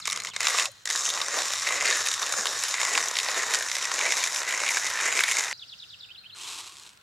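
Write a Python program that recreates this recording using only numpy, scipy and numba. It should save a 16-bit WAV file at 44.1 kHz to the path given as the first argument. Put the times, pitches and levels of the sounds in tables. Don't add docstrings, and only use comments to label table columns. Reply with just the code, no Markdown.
import sys
import numpy as np
from scipy import signal
from scipy.fft import rfft, irfft
from scipy.io import wavfile
from scipy.ndimage import uniform_filter1d
from numba import njit

SR = 44100
rng = np.random.default_rng(int(sys.argv[2]) if len(sys.argv) > 2 else 0)


def store_pcm(level_fs):
    pcm = np.round(np.clip(level_fs, -1, 1) * 32767).astype(np.int16)
    wavfile.write(sys.argv[1], SR, np.atleast_2d(pcm).T)


N = 309802
T = np.arange(N) / SR

# time_s, level_db
GRIND_SPELLS = [
    [(0, -41), (.012, -52), (.05, -50), (.058, -39), (.1, -40), (.13, -44), (.15, -40.5), (.24, -46.5),
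     (.29, -38), (.305, -51), (.335, -62)],
    [(.335, -42.5), (.395, -43), (.403, -36), (.45, -29), (.57, -27.5), (.61, -24.5), (.655, -32),
     (.668, -37), (.7, -52.5), (.76, -55.5), (.84, -61)],
    [(0.854, -41), (0.875, -39.5), (0.92, -30.5), (0.995, -33), (1.07, -32), (1.145, -31.5), (1.22, -33.5),
     (1.295, -36), (1.37, -28), (1.445, -29), (1.52, -31.5), (1.595, -33), (1.67, -30), (1.745, -31.5),
     (1.82, -33), (1.895, -27.5), (1.97, -29.5), (2.045, -31), (2.12, -31), (2.195, -33), (2.27, -29),
     (2.345, -34), (2.42, -31.5), (2.495, -30), (2.57, -30), (2.645, -32.5), (2.72, -32.5), (2.795, -33),
     (2.87, -32), (2.945, -29.5), (3.02, -32), (3.095, -33), (3.17, -29.5), (3.245, -31.5), (3.32, -31),
     (3.395, -29), (3.47, -32), (3.545, -28), (3.62, -33), (3.695, -35), (3.77, -35), (3.845, -33),
     (3.92, -33.5), (3.995, -30.5), (4.07, -30), (4.145, -31), (4.22, -28), (4.295, -31.5), (4.37, -33.5),
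     (4.445, -37), (4.52, -31.5), (4.595, -32), (4.67, -30.5), (4.745, -31.5), (4.82, -33.5), (4.895, -31),
     (4.97, -33), (5.045, -30.5), (5.12, -32.5), (5.195, -30), (5.27, -31), (5.345, -31.5), (5.42, -30),
     (5.495, -36), (5.53, -35.5)],
]
# time_s, level_db
POUR_LEVEL = [(6.335, -79), (6.349, -54), (6.369, -46.5), (6.40, -43.5), (6.47, -41.5), (6.531, -41),
              (6.565, -42.5), (6.587, -40), (6.603, -43), (6.625, -47.5), (6.66, -46.5), (6.69, -49.5),
              (6.76, -50), (6.84, -53), (6.903, -58), (6.915, -60), (6.967, -68), (7.02, -70)]


def undb(db):
    return 10 ** (np.asarray(db) / 20)


def unit(x):
    return x / np.sqrt(np.mean(x ** 2))


@njit
def svf(x, hz, width_hz):
    y, band, low = np.empty(len(x)), 0., 0.
    for i in range(len(x)):
        g = np.tan(np.pi * hz[i] / SR)
        k = width_hz / hz[i]
        v = (band + g * (x[i] - low)) / (1 + g * (g + k))
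        band, low = 2 * v - band, low + 2 * g * v
        y[i] = k * v
    return y


def band_pass(x, hz, width_hz):
    return svf(x, np.full(N, 1. * hz), 1. * width_hz)


def ring(x, hz, width_hz):
    hz = hz + np.zeros(N)
    narrow = svf(x, hz, 1. * width_hz)
    return svf(narrow, hz, 2.06 * width_hz) * np.sqrt(SR / (1.177 * width_hz))


def body(x, modes):
    return sum((-1) ** k * undb(db) * ring(x, hz, width_hz) for k, (hz, width_hz, db) in enumerate(modes))


def tone(x, curve, width_hz):
    time_s, hz, db = np.transpose(curve)
    return undb(np.interp(T, time_s, db)) * ring(x, np.interp(T, time_s, hz), width_hz)


def walk(rate_hz):
    hold = int(SR / rate_hz)
    steps = np.repeat(rng.standard_normal(N // hold + 1), hold)
    return 1.05 * uniform_filter1d(steps, hold)[:N]


def grains(per_ms, spread_db, clump_db):
    chance = np.clip(per_ms, .05, 20) * 1000 / SR
    size_db = spread_db * np.minimum(rng.exponential(size=N), 4) + clump_db * walk(60)
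    size = undb(size_db) * rng.standard_normal(N)
    return (rng.random(N) < chance) * unit(size) / np.sqrt(chance)


def bursts(times_s, levels_db, decay_s, click=0.87):
    out, k = np.zeros(N + 512), np.arange(512)
    noises = rng.standard_normal((len(times_s), 512))
    for s, db, noise in zip(times_s, levels_db, noises):
        noise[0] = click
        crunch = noise * np.exp(-k / (decay_s * SR))
        out[int(s * SR) + k] += undb(db) * crunch * np.sqrt(0.0016 * SR) / np.linalg.norm(crunch)
    return out[:N]


def tail(x, t60_s):
    t = T[:int(t60_s * SR)]
    echo = rng.standard_normal((2, len(t))) * 1000 ** (-t / t60_s)
    echo /= np.sqrt(np.sum(echo ** 2) / 2)
    return signal.fftconvolve(x[None], echo, axes=1)[:, :N]


def grinder():
    # time_s, knock_db, hollow_db, shell_db, burr_db, edge_db, hollow_pitch_hz
    snaps = [(0.055, -48, -29.5, -38, -24.5, -43, 2310), (0.0733, -41.5, -30, -25, -24, -33, 2070),
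             (0.0768, -30.5, -28, -30, -25, -34, 2080), (0.0895, -47, -30, -36, -33, -44, 2270),
             (0.0994, -52, -31, -27, -29, -33, 2100), (0.1103, -49, -36, -45, -27, -37, 2200),
             (0.121, -40, -26.5, -30, -25, -39, 2030), (0.128, -35, -25.5, -27, -21.5, -39, 2140),
             (0.1606, -44, -32, -35, -26, -41, 2100), (0.174, -34, -37, -29, -31, -40, 2030),
             (0.2013, -44, -31, -29, -29, -38, 2050), (0.2203, -48, -36, -40, -40, -40, 2100),
             (0.2355, -45, -47, -51, -30, -48, 1420), (0.2478, -34, -30, -32, -29, -39, 2160),
             (0.258, -40, -37, -37, -30, -46, 2150), (0.2709, -51, -33, -34, -30, -49, 2010),
             (0.285, -47, -44, -36, -37, -51, 2130), (0.2997, -49, -49, -41, -38, -51, 1420),
             (0.337, -50, -46, -45, -44, -58, 2410), (0.3632, -33, -23.5, -28, -23.5, -43, 2100),
             (0.4052, -32, -19, -27, -22.5, -30, 2030), (0.4148, -33, -36, -33, -27, -50, 2110),
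             (0.43, -45, -26, -30, -23, -47, 1880), (0.4538, -35, -41, -36, -23, -47, 2420),
             (0.4699, -22.5, -20, -21, -20, -41, 2630), (0.4833, -24.5, -24, -25, -23, -29, 2070),
             (0.504, -38, -26, -26, -26, -30, 1990), (0.544, -20, -37, -37, -40, -43, 1990),
             (0.5853, -28, -23, -21, -22, -39, 2580), (0.5975, -39, -19, -21, -20, -35, 2600),
             (0.6555, -48, -24, -20.5, -22, -29, 2610), (0.717, -70, -66, -60, -52, -45, 2000),
             (0.8556, -42, -31, -27.5, -22.5, -38, 1980), (0.874, -42, -25, -29, -24.5, -46, 1950),
             (0.8905, -43, -31, -32, -27, -46, 1760), (0.9014, -30, -28, -23.5, -21.5, -45, 2090),
             (0.9087, -46, -24.5, -30, -23, -39, 1840), (0.9285, -49, -44, -33, -25, -44, 2100),
             (0.951, -32, -25.5, -41, -33, -49, 1840), (0.959, -32, -27, -25, -25, -30, 1850),
             (1.0061, -47, -39, -44, -38, -41, 1880), (1.02, -47, -46, -33, -31, -46, 1920),
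             (1.053, -49, -33, -28, -22.5, -40, 2690), (1.061, -47, -41, -27, -27, -48, 1950),
             (1.0682, -43, -36, -40, -26, -50, 1410), (1.0904, -40, -35, -23, -31, -32, 2690),
             (1.1015, -39, -41, -20, -28, -28, 2640), (1.138, -48, -37, -30, -30, -39, 2620),
             (1.175, -30.5, -36, -28, -42, -56, 2100), (1.2026, -32, -30, -34, -31, -46, 1830),
             (1.2151, -29, -36, -21, -31, -35, 2590), (1.2225, -34, -42, -31, -36, -48, 1550),
             (1.262, -45, -37, -34, -33, -51, 2000), (1.2828, -30, -34, -39, -23.5, -52, 1740),
             (1.2912, -47, -36, -45, -36, -56, 1730), (1.319, -43, -41, -47, -32, -50, 1450),
             (1.341, -26, -42, -41, -27, -53, 1420), (1.3872, -36, -30, -21.5, -29, -46, 2560),
             (1.4195, -39, -24.5, -27, -25, -40, 1660), (1.504, -37, -34, -28, -33, -40, 1870),
             (1.5352, -30, -37, -28, -23, -36, 1810), (1.6226, -44, -30, -43, -38, -55, 1870),
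             (1.671, -47, -22, -34, -32, -43, 2050), (1.688, -27.5, -21, -32, -36, -33, 2000),
             (1.7066, -26, -32, -41, -33, -43, 2140), (1.756, -33, -29, -46, -40, -53, 2020),
             (1.781, -32, -31, -45, -42, -55, 2170), (1.809, -43, -22.5, -37, -27, -35, 2040),
             (1.8163, -45, -23, -43, -40, -52, 2070), (1.824, -25.5, -36, -36, -22, -43, 1860),
             (1.855, -45, -14, -24, -22, -29, 2060), (1.8678, -33, -24, -25, -29, -48, 2060),
             (1.8763, -42, -35, -22.5, -36, -47, 1960), (1.9026, -36, -23, -34, -21, -35, 2000),
             (1.91, -31, -25, -23.5, -24, -44, 1820), (1.9258, -39, -21, -25, -24, -49, 1910),
             (1.9703, -37, -27, -35, -36, -26.5, 1850), (2.0084, -29, -28, -29, -30, -39, 1780),
             (2.018, -41, -34, -32, -27, -46, 1750), (2.0616, -47, -27, -25, -30, -31, 2560),
             (2.0709, -40, -22.5, -25, -23, -26, 1820), (2.0856, -39, -28, -24, -20, -48, 1560),
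             (2.1137, -36, -45, -24, -26, -41, 1490), (2.139, -46, -34, -25, -22.5, -38, 1860),
             (2.1966, -46, -41, -44, -28, -44, 1890), (2.2281, -32, -32, -24.5, -36, -45, 2670),
             (2.264, -40, -35, -28, -28, -37, 2300), (2.2926, -38, -33, -42, -28, -40, 1690),
             (2.3234, -32, -22.5, -29, -21, -31, 1720), (2.338, -28, -24, -31, -24, -43, 1680),
             (2.3858, -30, -36, -39, -29, -42, 1650), (2.4558, -24.5, -23, -23.5, -23, -32, 1610),
             (2.469, -32, -24, -20.5, -26, -30, 2120), (2.4978, -49, -43, -34, -33, -45, 1660),
             (2.5278, -38, -48, -28, -26, -43, 1870), (2.5704, -32, -31, -38, -33, -52, 1730),
             (2.6263, -40, -29, -27, -40, -39, 1890), (2.6368, -28, -28, -21, -19.5, -28, 1840),
             (2.6503, -38, -26.5, -26, -35, -44, 1850), (2.684, -48, -41, -32, -30, -33, 2130),
             (2.7089, -41, -38, -40, -34, -51, 1720), (2.7256, -45, -39, -40, -31, -52, 1600),
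             (2.7408, -29.5, -24, -25, -26.5, -44, 2140), (2.7497, -40, -31, -44, -28, -54, 2060),
             (2.782, -51, -33, -45, -37, -54, 2010), (2.8143, -29, -22, -25, -24, -30, 2160),
             (2.8296, -28, -31, -25, -29, -44, 2270), (2.8501, -34, -25, -28, -22, -32, 2080),
             (2.9344, -47, -37, -35, -21, -47, 1880), (2.9516, -50, -20, -30, -35, -31, 2580),
             (2.9764, -22.5, -13.5, -20.5, -20, -32, 2100), (2.9859, -34, -32, -32, -35, -47, 1440),
             (3.0263, -38, -26, -44, -27, -48, 1820), (3.0385, -40, -32, -45, -26, -44, 1440),
             (3.0573, -37, -39, -38, -29, -34, 2280), (3.0761, -49, -44, -42, -32, -45, 1440),
             (3.0848, -42, -29, -33, -23, -29, 2650), (3.112, -29.5, -33, -33, -26, -35, 1750),
             (3.1546, -39, -33, -26, -28, -41, 2640), (3.1677, -48, -24, -20, -25, -42, 2000),
             (3.187, -44, -24, -17, -20.5, -44, 1990), (3.1998, -41, -30, -23, -25, -41, 2260),
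             (3.231, -45, -33, -30, -24, -43, 1950), (3.2615, -45, -41, -32, -34, -46, 2080),
             (3.2855, -26.5, -24, -23.5, -33, -35, 2460), (3.306, -42, -32, -41, -36, -38, 2620),
             (3.314, -44, -33, -33, -24, -51, 2520), (3.377, -31, -33, -33, -32, -43, 1720),
             (3.4312, -30, -38, -47, -27, -46, 2030), (3.4808, -40, -26, -41, -38, -43, 1910),
             (3.5376, -29, -18, -21, -22, -25, 1760), (3.546, -36, -20, -20, -18, -34, 1480),
             (3.553, -35, -28, -28, -22, -41, 1910), (3.5873, -37, -32, -36, -25, -35, 1730),
             (3.598, -44, -35, -38, -29, -35, 1800), (3.6247, -45, -26.5, -29, -30, -32, 1860),
             (3.662, -33, -29, -41, -26, -44, 1750), (3.6853, -50, -26.5, -31, -28, -44, 2050),
             (3.698, -39, -30, -29, -31, -44, 2100), (3.7152, -35, -24, -27, -22.5, -45, 2030),
             (3.7527, -34, -28, -26, -28, -37, 2040), (3.7664, -32, -28, -28, -23.5, -39, 1770),
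             (3.7842, -33, -29, -44, -28, -35, 2040), (3.812, -50, -31, -37, -34, -52, 2420),
             (3.8257, -40, -28, -31, -31, -44, 1820), (3.8437, -40, -27, -29, -28, -44, 2480),
             (3.8533, -39, -26, -30, -22, -43, 1950), (3.873, -45, -38, -43, -31, -51, 1730),
             (3.9157, -28, -26, -24, -24, -40, 1800), (3.959, -36, -29, -39, -34, -38, 2000),
             (3.99, -31, -19, -42, -24, -36, 2260), (4.011, -33, -19.5, -43, -36, -50, 2310),
             (4.0646, -36, -20, -33, -34, -34, 2310), (4.1055, -31, -20, -32, -24, -46, 2250),
             (4.1216, -38, -15.5, -20.5, -23, -29, 2080), (4.159, -47, -35, -44, -40, -44, 1800),
             (4.1886, -35, -30, -43, -26, -37, 2170), (4.2304, -46, -25, -37, -26, -48, 2240),
             (4.239, -42, -21, -30, -22, -29.5, 2250), (4.2613, -31, -39, -36, -30, -46, 1840),
             (4.273, -42, -29, -29.5, -24.5, -32, 1740), (4.3302, -40, -36, -36, -26.5, -46, 1690),
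             (4.346, -33, -39, -41, -25, -36, 1480), (4.3602, -44, -25, -26.5, -26, -37, 2370),
             (4.3699, -52, -44, -33, -27, -50, 2070), (4.3851, -45, -26, -33, -30, -37, 2370),
             (4.403, -32, -28, -44, -26, -49, 1720), (4.4175, -30, -36, -29, -33, -40, 2510),
             (4.4315, -37, -25, -35, -29, -41, 1450), (4.489, -47, -31, -32, -27, -34, 1960),
             (4.508, -46, -23, -36, -31, -37, 2420), (4.5244, -32, -19, -30, -26, -36, 1760),
             (4.538, -45, -24, -43, -42, -46, 1890), (4.547, -39, -26, -43, -28, -44, 2270),
             (4.5762, -40, -27, -36, -25, -43, 1480), (4.5934, -37, -27, -43, -34, -43, 2340),
             (4.6018, -28, -26, -36, -25, -43, 2360), (4.6355, -47, -26, -27, -30, -40, 1560),
             (4.664, -39, -18, -28, -28, -42, 2200), (4.679, -29, -25, -27, -31, -41, 2420),
             (4.689, -45, -16, -29, -24, -32, 2290), (4.706, -29, -25, -38, -31, -33, 2190),
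             (4.7376, -47, -28, -40, -33, -42, 2160), (4.745, -35, -22, -30, -27, -38, 2300),
             (4.76, -37, -31, -40, -25, -49, 2220), (4.77, -29, -19, -26, -20.5, -34, 1610),
             (4.7774, -48, -26, -39, -31, -45, 2200), (4.821, -42, -41, -44, -31, -44, 1870),
             (4.8335, -50, -40, -45, -34, -51, 2000), (4.8446, -29, -32, -37, -28, -50, 2260),
             (4.8535, -47, -37, -40, -29, -44, 1870), (4.8666, -40, -24.5, -29, -30, -35, 2160),
             (4.9003, -49, -42, -30, -33, -36, 2400), (4.937, -42, -39, -39, -30, -50, 1860),
             (4.955, -42, -30, -36, -32, -42, 2060), (4.973, -44, -27, -34, -38, -48, 2400),
             (4.9896, -34, -26, -35, -38, -40, 2440), (5.002, -35, -23, -34, -36, -40, 1600),
             (5.01, -35, -22, -35, -29, -36, 2360), (5.0569, -28, -20.5, -36, -29, -33, 1840),
             (5.065, -45, -26, -40, -28, -42, 1900), (5.0772, -39, -27, -38, -29, -38, 2100),
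             (5.083, -27, -29, -43, -31, -39, 2280), (5.1248, -29, -19, -39, -27, -40, 2200),
             (5.1601, -39, -28, -44, -31, -47, 2270), (5.167, -39, -23, -34, -24, -40, 2250),
             (5.1732, -31, -22, -32, -24, -36, 2370), (5.191, -25, -14.5, -25, -24, -39, 2330),
             (5.2065, -32, -13, -32, -20, -25, 2310), (5.2365, -46, -14.5, -18.5, -23, -24.5, 2230),
             (5.281, -32, -19, -34, -27, -34, 2190), (5.288, -43, -20.5, -36, -26, -32, 2190),
             (5.313, -34, -19, -25, -22, -29, 2200), (5.319, -37, -18, -32, -22.5, -28, 2210),
             (5.3518, -34, -23.5, -29, -32, -43, 1650), (5.3686, -40, -21.5, -32, -24, -33, 2170),
             (5.386, -38, -24, -38, -19, -38, 2130), (5.394, -41, -27, -31, -21, -36, 2390),
             (5.438, -45, -33, -30, -25, -43, 1960), (5.4813, -52, -34, -30.5, -39, -48, 2380),
             (5.5112, -46, -31, -35, -35, -51, 1980), (5.5273, -34, -26, -32, -40, -57, 2200)]
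    # hardest_push_s, thud_swell_db
    turns = [(-.12, 32), (.22, 2), (.55, -2), (1.3, 7.5), (1.802, 7), (2.38, 3), (2.93, 4), (3.45, 3),
             (4.0, 5.5), (4.52, 2.5), (5.08, 4.5), (5.6, 3)]
    # time_s, pitch_hz, grit_share_db
    hollow_shift = [(0.06, 2130, -5), (0.13, 2130, -4), (0.2, 2030, -2), (0.27, 2120, -8), (0.36, 2200, 0),
                    (0.42, 2010, -2), (0.5, 1960, -3.5), (0.58, 1980, -5.5), (0.66, 1940, -5),
                    (0.88, 1890, -7.5), (0.975, 1820, -7), (1.07, 1960, -8), (1.165, 1950, -7.5),
                    (1.26, 1940, -4), (1.355, 1830, -3), (1.45, 1920, -9), (1.545, 1930, -6),
                    (1.64, 2140, -5.5), (1.69, 2070, 1), (1.76, 2030, 0.5), (1.83, 2040, 1),
                    (1.925, 1840, 0), (2.02, 1790, -7), (2.115, 1860, -8.5), (2.21, 1890, -8.5),
                    (2.305, 1830, -6.5), (2.4, 1730, -4.5), (2.495, 1720, -9.5), (2.59, 1780, -6),
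                    (2.685, 1880, -2.5), (2.78, 1990, -1), (2.875, 1990, -1), (2.97, 2000, -3),
                    (3.065, 1850, -8), (3.16, 1960, -6), (3.255, 1990, -6.5), (3.35, 1820, -2.5),
                    (3.445, 1930, -2.5), (3.54, 1850, -6), (3.635, 1730, -3.5), (3.73, 2010, -7),
                    (3.825, 1940, -3.5), (3.92, 1910, -2), (4.015, 1920, -0.5), (4.11, 2170, -1.5),
                    (4.205, 2040, -6), (4.3, 1980, -6), (4.395, 1870, -1.5), (4.49, 1990, 3),
                    (4.585, 2140, -2.5), (4.68, 2150, -2), (4.775, 1740, -5.5), (4.87, 2040, -4.5),
                    (4.965, 1760, 0), (5.06, 2020, 2.5), (5.155, 2170, -2), (5.25, 2180, 1),
                    (5.345, 2100, -4), (5.44, 1970, -2)]
    grit_share = {"thud": (-15.5, 0, 0.026), "knock": (-10, 1.4, -0.1), "hollow": (0, 0, -0.017),
                  "shell": (-9.5, -0.81, 0.014), "burr": (-2.78, -0.53, -0.033),
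                  "edge": (-20.5, -1.4, 0.00014)}
    drift_db_per_s = {"thud": 0.05, "knock": 0.6, "hollow": 0, "shell": -0.57, "burr": -0.09, "edge": 1}
    snap_gain_db = {"thud": -8, "knock": 0.44, "hollow": 1.15, "shell": 0.1, "burr": 0.74, "edge": 0.1}
    snap_click = {"thud": 1.5, "knock": 1.5, "hollow": 2.6, "shell": 2.2, "burr": 2.2, "edge": 1.7}
    crunch_s = {"thud": .0026, "knock": .0035, "hollow": .0027, "shell": .0027, "burr": .0026, "edge":
                .0014}
    # pitch_hz, width_hz, level_db
    thud_modes = [(444.5, 334, -7), (617, 398, -2.5)]
    # pitch_hz, width_hz, level_db
    knock_modes = [(1270, 900, -5.5), (1660, 380, -15)]
    # time_s, pitch_hz, strength_db
    knock_tone = [(.05, 1220, -2), (.3, 1130, -1.5), (.5, 1120, -9), (.9, 1150, -8), (1.4, 1120, -6),
                  (1.9, 1160, -9), (2.4, 1120, -9), (2.9, 1060, -8), (3.4, 1060, -9.5), (3.9, 1070, -8.5),
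                  (4.4, 1020, -9), (5.0, 1050, -11), (5.5, 980, -12)]
    # pitch_hz, width_hz, level_db
    shell_modes = [(2980, 1420, -7.5), (3708, 323, -4), (4480, 1310, -6)]
    # pitch_hz, width_hz, level_db
    burr_modes = [(5295, 1050, -5), (6930, 1020, -4), (8330, 2740, -9)]
    # time_s, pitch_hz, strength_db
    burr_tone = [(0.05, 6600, -13), (0.12, 6130, -3.5), (0.23, 7100, -11), (0.34, 6230, -13),
                 (0.42, 6930, -14), (0.55, 6000, -9), (0.69, 6770, -16), (0.89, 6140, -7),
                 (0.95, 6700, -10), (1.1, 6300, 3), (1.15, 6590, -11), (1.26, 6000, -4), (1.33, 6900, -7),
                 (1.39, 6100, -7), (1.51, 6270, -13), (1.58, 6000, -6), (1.73, 6830, -11.5),
                 (2.23, 6150, -3), (2.29, 6740, -21), (2.48, 6430, -6), (2.52, 5950, -6), (2.84, 7100, -11),
                 (3.0, 6600, -8), (3.04, 6100, -3), (3.12, 6500, -8), (3.19, 5760, -9), (3.22, 6200, -11),
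                 (3.45, 6800, -7), (3.5, 6300, -13), (3.62, 6530, -11), (3.82, 6070, -4),
                 (3.99, 6530, -3.5), (4.41, 6340, -10), (4.54, 6640, -8), (4.95, 6280, -5),
                 (5.12, 6840, -6), (5.21, 6400, -10), (5.36, 6650, -6.5), (5.53, 6300, -5)]
    # pitch_hz, width_hz, level_db
    edge_modes = [(10000, 2650, 4.5), (13480, 3300, -36)]

    level_db = np.interp(T, *np.vstack(GRIND_SPELLS).T)
    turning = sum((T >= spell[0][0]) & (T < spell[-1][0]) for spell in GRIND_SPELLS)
    push_s, swell_db = np.transpose(turns)
    turn = np.interp(T, push_s, np.arange(len(turns)))
    grit = grains(3.5, spread_db=1.0, clump_db=1.2) * turning
    snap_s, knock_db, hollow_db, shell_db, burr_db, edge_db, snap_hz = np.transpose(snaps)
    shift_s, hollow_hz, share_db = np.transpose(hollow_shift)

    def rub(part, extra_db=0, swell_db=0):
        mean_db, swing_db, lag_turns = grit_share[part]
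        drift_db = drift_db_per_s[part] * (T - push_s.mean())
        crank_db = (swing_db + swell_db) * np.cos(2 * np.pi * (turn - lag_turns))
        part_db = mean_db + extra_db + drift_db + crank_db
        own = grit * undb(2.0 * walk(400)) + 0.64 * rng.standard_normal(N) * turning
        return undb(level_db + part_db - 0.72 + 1.56 * walk(24.964)) * own

    def snap(part, db):
        return bursts(snap_s, db + snap_gain_db[part], crunch_s[part], click=snap_click[part])

    def hollow(x, hz, core_db):
        return undb(-6.0) * ring(x, hz, 880) + undb(core_db) * ring(x, hz, 184)

    thud = rub("thud", swell_db=np.interp(T, push_s, swell_db)) + snap("thud", knock_db)
    knock = rub("knock") + snap("knock", knock_db)
    burr = rub("burr") + snap("burr", burr_db)
    hollow_grit = rub("hollow", np.interp(T, shift_s, share_db))
    latest_snap_hz = snap_hz[np.searchsorted(snap_s, T, "right") - 1]

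    sound = body(thud, thud_modes)
    sound += body(knock, knock_modes) + tone(knock, knock_tone, width_hz=228)
    sound -= hollow(hollow_grit, np.interp(T, shift_s, hollow_hz), core_db=-13.5)
    sound -= hollow(snap("hollow", hollow_db), latest_snap_hz, core_db=-9.5)
    sound += body(rub("shell") + snap("shell", shell_db), shell_modes)
    sound += undb(-3.5) * (body(burr, burr_modes) - tone(burr, burr_tone, width_hz=920))
    return sound + undb(-7.0) * body(rub("edge") + snap("edge", edge_db), edge_modes)


def bumps():
    # time_s, level_db, pitch_hz, width_hz
    blows = [(.668, -42, 726, 110), (0.678, -43, 644, 100), (0.688, -46.5, 574, 100), (2.385, -46, 209, 40),
             (5.10, -48, 160, 40.2), (6.347, -41, 1490, 119)]
    return sum(ring(bursts([s], [db], decay_s=0.0041), hz, width_hz) for s, db, hz, width_hz in blows)


def scatter(near):
    # pitch_hz, width_hz, level_db
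    bands = [(344, 350, -12), (1500, 9300, -31.5), (7550, 11000, -23), (12200, 6300, -9)]
    coloured = sum(undb(db) * band_pass(near, hz, width_hz) for hz, width_hz, db in bands)
    ear_db = np.array([[-1.2], [1.2]])
    return undb(4.5) * tail(coloured * walk(15), t60_s=0.055) * undb(ear_db)


def pour():
    # time_s, level_db
    coarse = [(6.3563, -39), (6.385, -28), (6.6696, -38), (6.696, -37), (6.7225, -39), (6.7405, -41),
              (6.755, -38), (6.7688, -32), (6.784, -33), (6.797, -32), (6.825, -36), (6.835, -35),
              (6.85, -42), (6.8661, -38), (6.874, -37), (6.892, -34), (6.903, -39), (6.932, -41),
              (6.974, -40.5), (7.013, -51)]
    # pitch_hz, width_hz, level_db
    paper_modes = [(2800, 1140, -1.5), (3900, 800, -0.5), (5230, 2700, -0.5), (7940, 2900, -0.5),
                   (11200, 4300, -10)]
    # pitch_hz, width_hz, level_db
    cone_modes = [(366, 140, -16.5), (1070, 370, -3.5)]

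    tick_s, tick_db = np.transpose(coarse)
    level_db = np.interp(T, *np.transpose(POUR_LEVEL))
    lost_db = level_db.max() - level_db
    per_ms = 8 * undb(-0.3 * 2 * lost_db)
    stream = undb(level_db) * (T >= POUR_LEVEL[0][0]) * grains(per_ms, spread_db=-0.5, clump_db=1.6)
    ticks = bursts(tick_s, tick_db - 9.5, decay_s=0.0013)
    paper = body(stream, paper_modes)
    paper += body(ticks, paper_modes[:2]) + undb(-2) * body(ticks, paper_modes[2:])
    cone = body(undb(-8 + 0.15 * lost_db) * stream, cone_modes)
    return undb(-5.5) * paper + cone


def bird():
    phrases = { "fall": [(-.003, 0.013, 5750, 5120, -14, -6, 40), (.005, 0.022, 5250, 3300, -9, 3, 60),
               (.030, 0.0125, 3050, 3930, -9, -3, 120), (.039, 0.027, 3980, 2430, 3.5, -5.5, 40)],
               "rise": [(-.002, 0.0077, 2620, 2560, -7, -8, 10), (.006, 0.007, 2600, 2500, -1, 0, 10),
               (.014, 0.02, 2400, 3180, -7.5, 3.5, 230), (.059, 0.020, 3740, 2410, -2, -7, 60),
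               (.082, 0.031, 3560, 4300, -9, -1.5, 150)],
               "held": [(0.0012, 0.039, 4540, 4430, 6.5, -13, 20), (0.003, 0.043, 4200, 4020, -2, -10, 20)],
               "thin": [(0, 0.195, 7600, 7500, 2, .1, 5), (.19, 0.078, 7520, 7400, -6.5, -6, 5)], }
    # start_s, phrase, level_db
    song = [(.006, "fall", -41), (0.100, "rise", -40), (0.247, "rise", -40.5), (.394, "rise", -41),
            (0.541, "rise", -40), (5.527, "held", -48), (5.576, "fall", -41), (5.679, "fall", -41),
            (5.782, "fall", -41), (5.885, "fall", -42.5), (5.906, "thin", -74), (5.989, "fall", -42.5),
            (6.087, "rise", -41.5), (6.235, "rise", -41.5), (6.383, "rise", -41), (6.529, "rise", -61)]
    hoarseness = {"fall": 0.24, "rise": 0.2, "held": 1, "thin": 1}

    for table in (phrases, hoarseness):
        table["echo"] = table.pop("held")
    song = [(start_s, phrase.replace("held", "echo"), level_db) for start_s, phrase, level_db in song]

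    edge_s = 0.0036
    out, flutter = np.zeros(N), walk(600)
    for start_s, phrase, level_db in song:
        hoarse = np.clip(hoarseness[phrase], 0, 1)
        for after_s, length_s, from_hz, to_hz, from_db, to_db, arch_hz in phrases[phrase]:
            note_s = start_s + after_s
            i = np.arange(int(note_s * SR), int((note_s + length_s) * SR))
            t = T[i] - T[i[0]]
            along = t / length_s
            hz = from_hz + (to_hz - from_hz) * along + arch_hz * np.sin(np.pi * along)
            phase = 2 * np.pi * np.cumsum(hz) / SR
            edges = np.clip(np.minimum(t, length_s - t) / edge_s, 0, 1) ** 2
            loudness = np.sqrt(2) * undb(level_db + from_db + (to_db - from_db) * along) * edges
            out[i] += loudness * (1 - hoarse + hoarse * flutter[i]) * np.sin(phase)
    bright = band_pass(out, 4950, 1300)
    branches = undb(-3.5) * tail(out, t60_s=0.079)
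    trunks = undb(3.5) * tail(bright, t60_s=1.2)
    return out + branches + trunks


def hiss():
    # pitch_hz, density_db
    spectrum = [(40, -2), (103, -2), (294, -12.5), (778, -12.5), (1190, -12), (1410, -3), (2160, -12.5),
                (4000, -10), (5860, -22.5), (7500, -21.5), (15500, -26)]
    # time_s, level_db
    haze_level = [(5.53, -66.5), (5.85, -64), (6.2, -82)]

    f = np.maximum(np.arange(N // 2 + 1) * SR / N, 1)
    spectrum_hz, density_db = np.transpose(spectrum)
    shape = undb(np.interp(np.log(f), np.log(spectrum_hz), density_db))
    mid, side = rfft(rng.standard_normal((2, N))) * shape
    wide = np.clip(f / 600, .4, 1) * np.array([[1], [-1]])
    out = undb(-58.5) * unit(irfft(mid + wide * side, N))
    haze = np.array([ring(rng.standard_normal(N), 6100, 2700) for _ in range(2)])
    return out + undb(np.interp(T, *np.transpose(haze_level))) * (T > haze_level[0][0]) * haze


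def hum():
    # pitch_hz, width_hz
    hum_lines = [(105, 18), (150, 17), (195, 9)]
    # time_s, lowest_line_db, upper_lines_db
    hum_level = [(0, -59, -67.5), (.3, -71, -69), (.42, -64, -81), (1.05, -75.5, -88), (1.4, -69, -77),
                 (2.3, -68, -98), (3.1, -73.5, -80), (5.099, -70.5, -79.5), (5.9, -73.5, -86),
                 (7.02, -78, -85)]

    out = np.zeros((2, N))
    time_s, low_db, upper_db = np.transpose(hum_level)
    ear_db, sign = np.array([[-1.4], [1.4]]), np.array([[1], [-1]])
    for (hz, width_hz), db in zip(hum_lines, (low_db, upper_db, upper_db)):
        mid, side = (ring(rng.standard_normal(N), hz, width_hz) for _ in range(2))
        out += undb(np.interp(T, time_s, db) + ear_db) * (mid + 0.38 * side * sign)
    return out


def scene():
    # pitch_hz, width_hz, level_db
    left_sheen = (12700, 5200, -7.5)

    near = grinder() + bumps()
    grounds = pour()
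    sounding = (T < GRIND_SPELLS[-1][-1][0]) | (T > POUR_LEVEL[0][0])
    close = (near + scatter(near)) * sounding
    sheen_hz, sheen_width_hz, sheen_db = left_sheen
    close[0] += undb(sheen_db) * band_pass(near, sheen_hz, sheen_width_hz) * sounding
    grounds_echo = undb(-26.0) * tail(grounds, t60_s=0.085)
    return close + grounds + grounds_echo + bird() + hiss() + hum()


def record(dry):
    bass_hz, top_hz = 70, 15850
    wet = signal.sosfilt(signal.butter(2, bass_hz, "high", fs=SR, output="sos"), dry)
    return signal.sosfilt(signal.ellip(10, .2, 80, top_hz, fs=SR, output="sos"), wet)


dry = scene()
out = record(dry)
store_pcm(out)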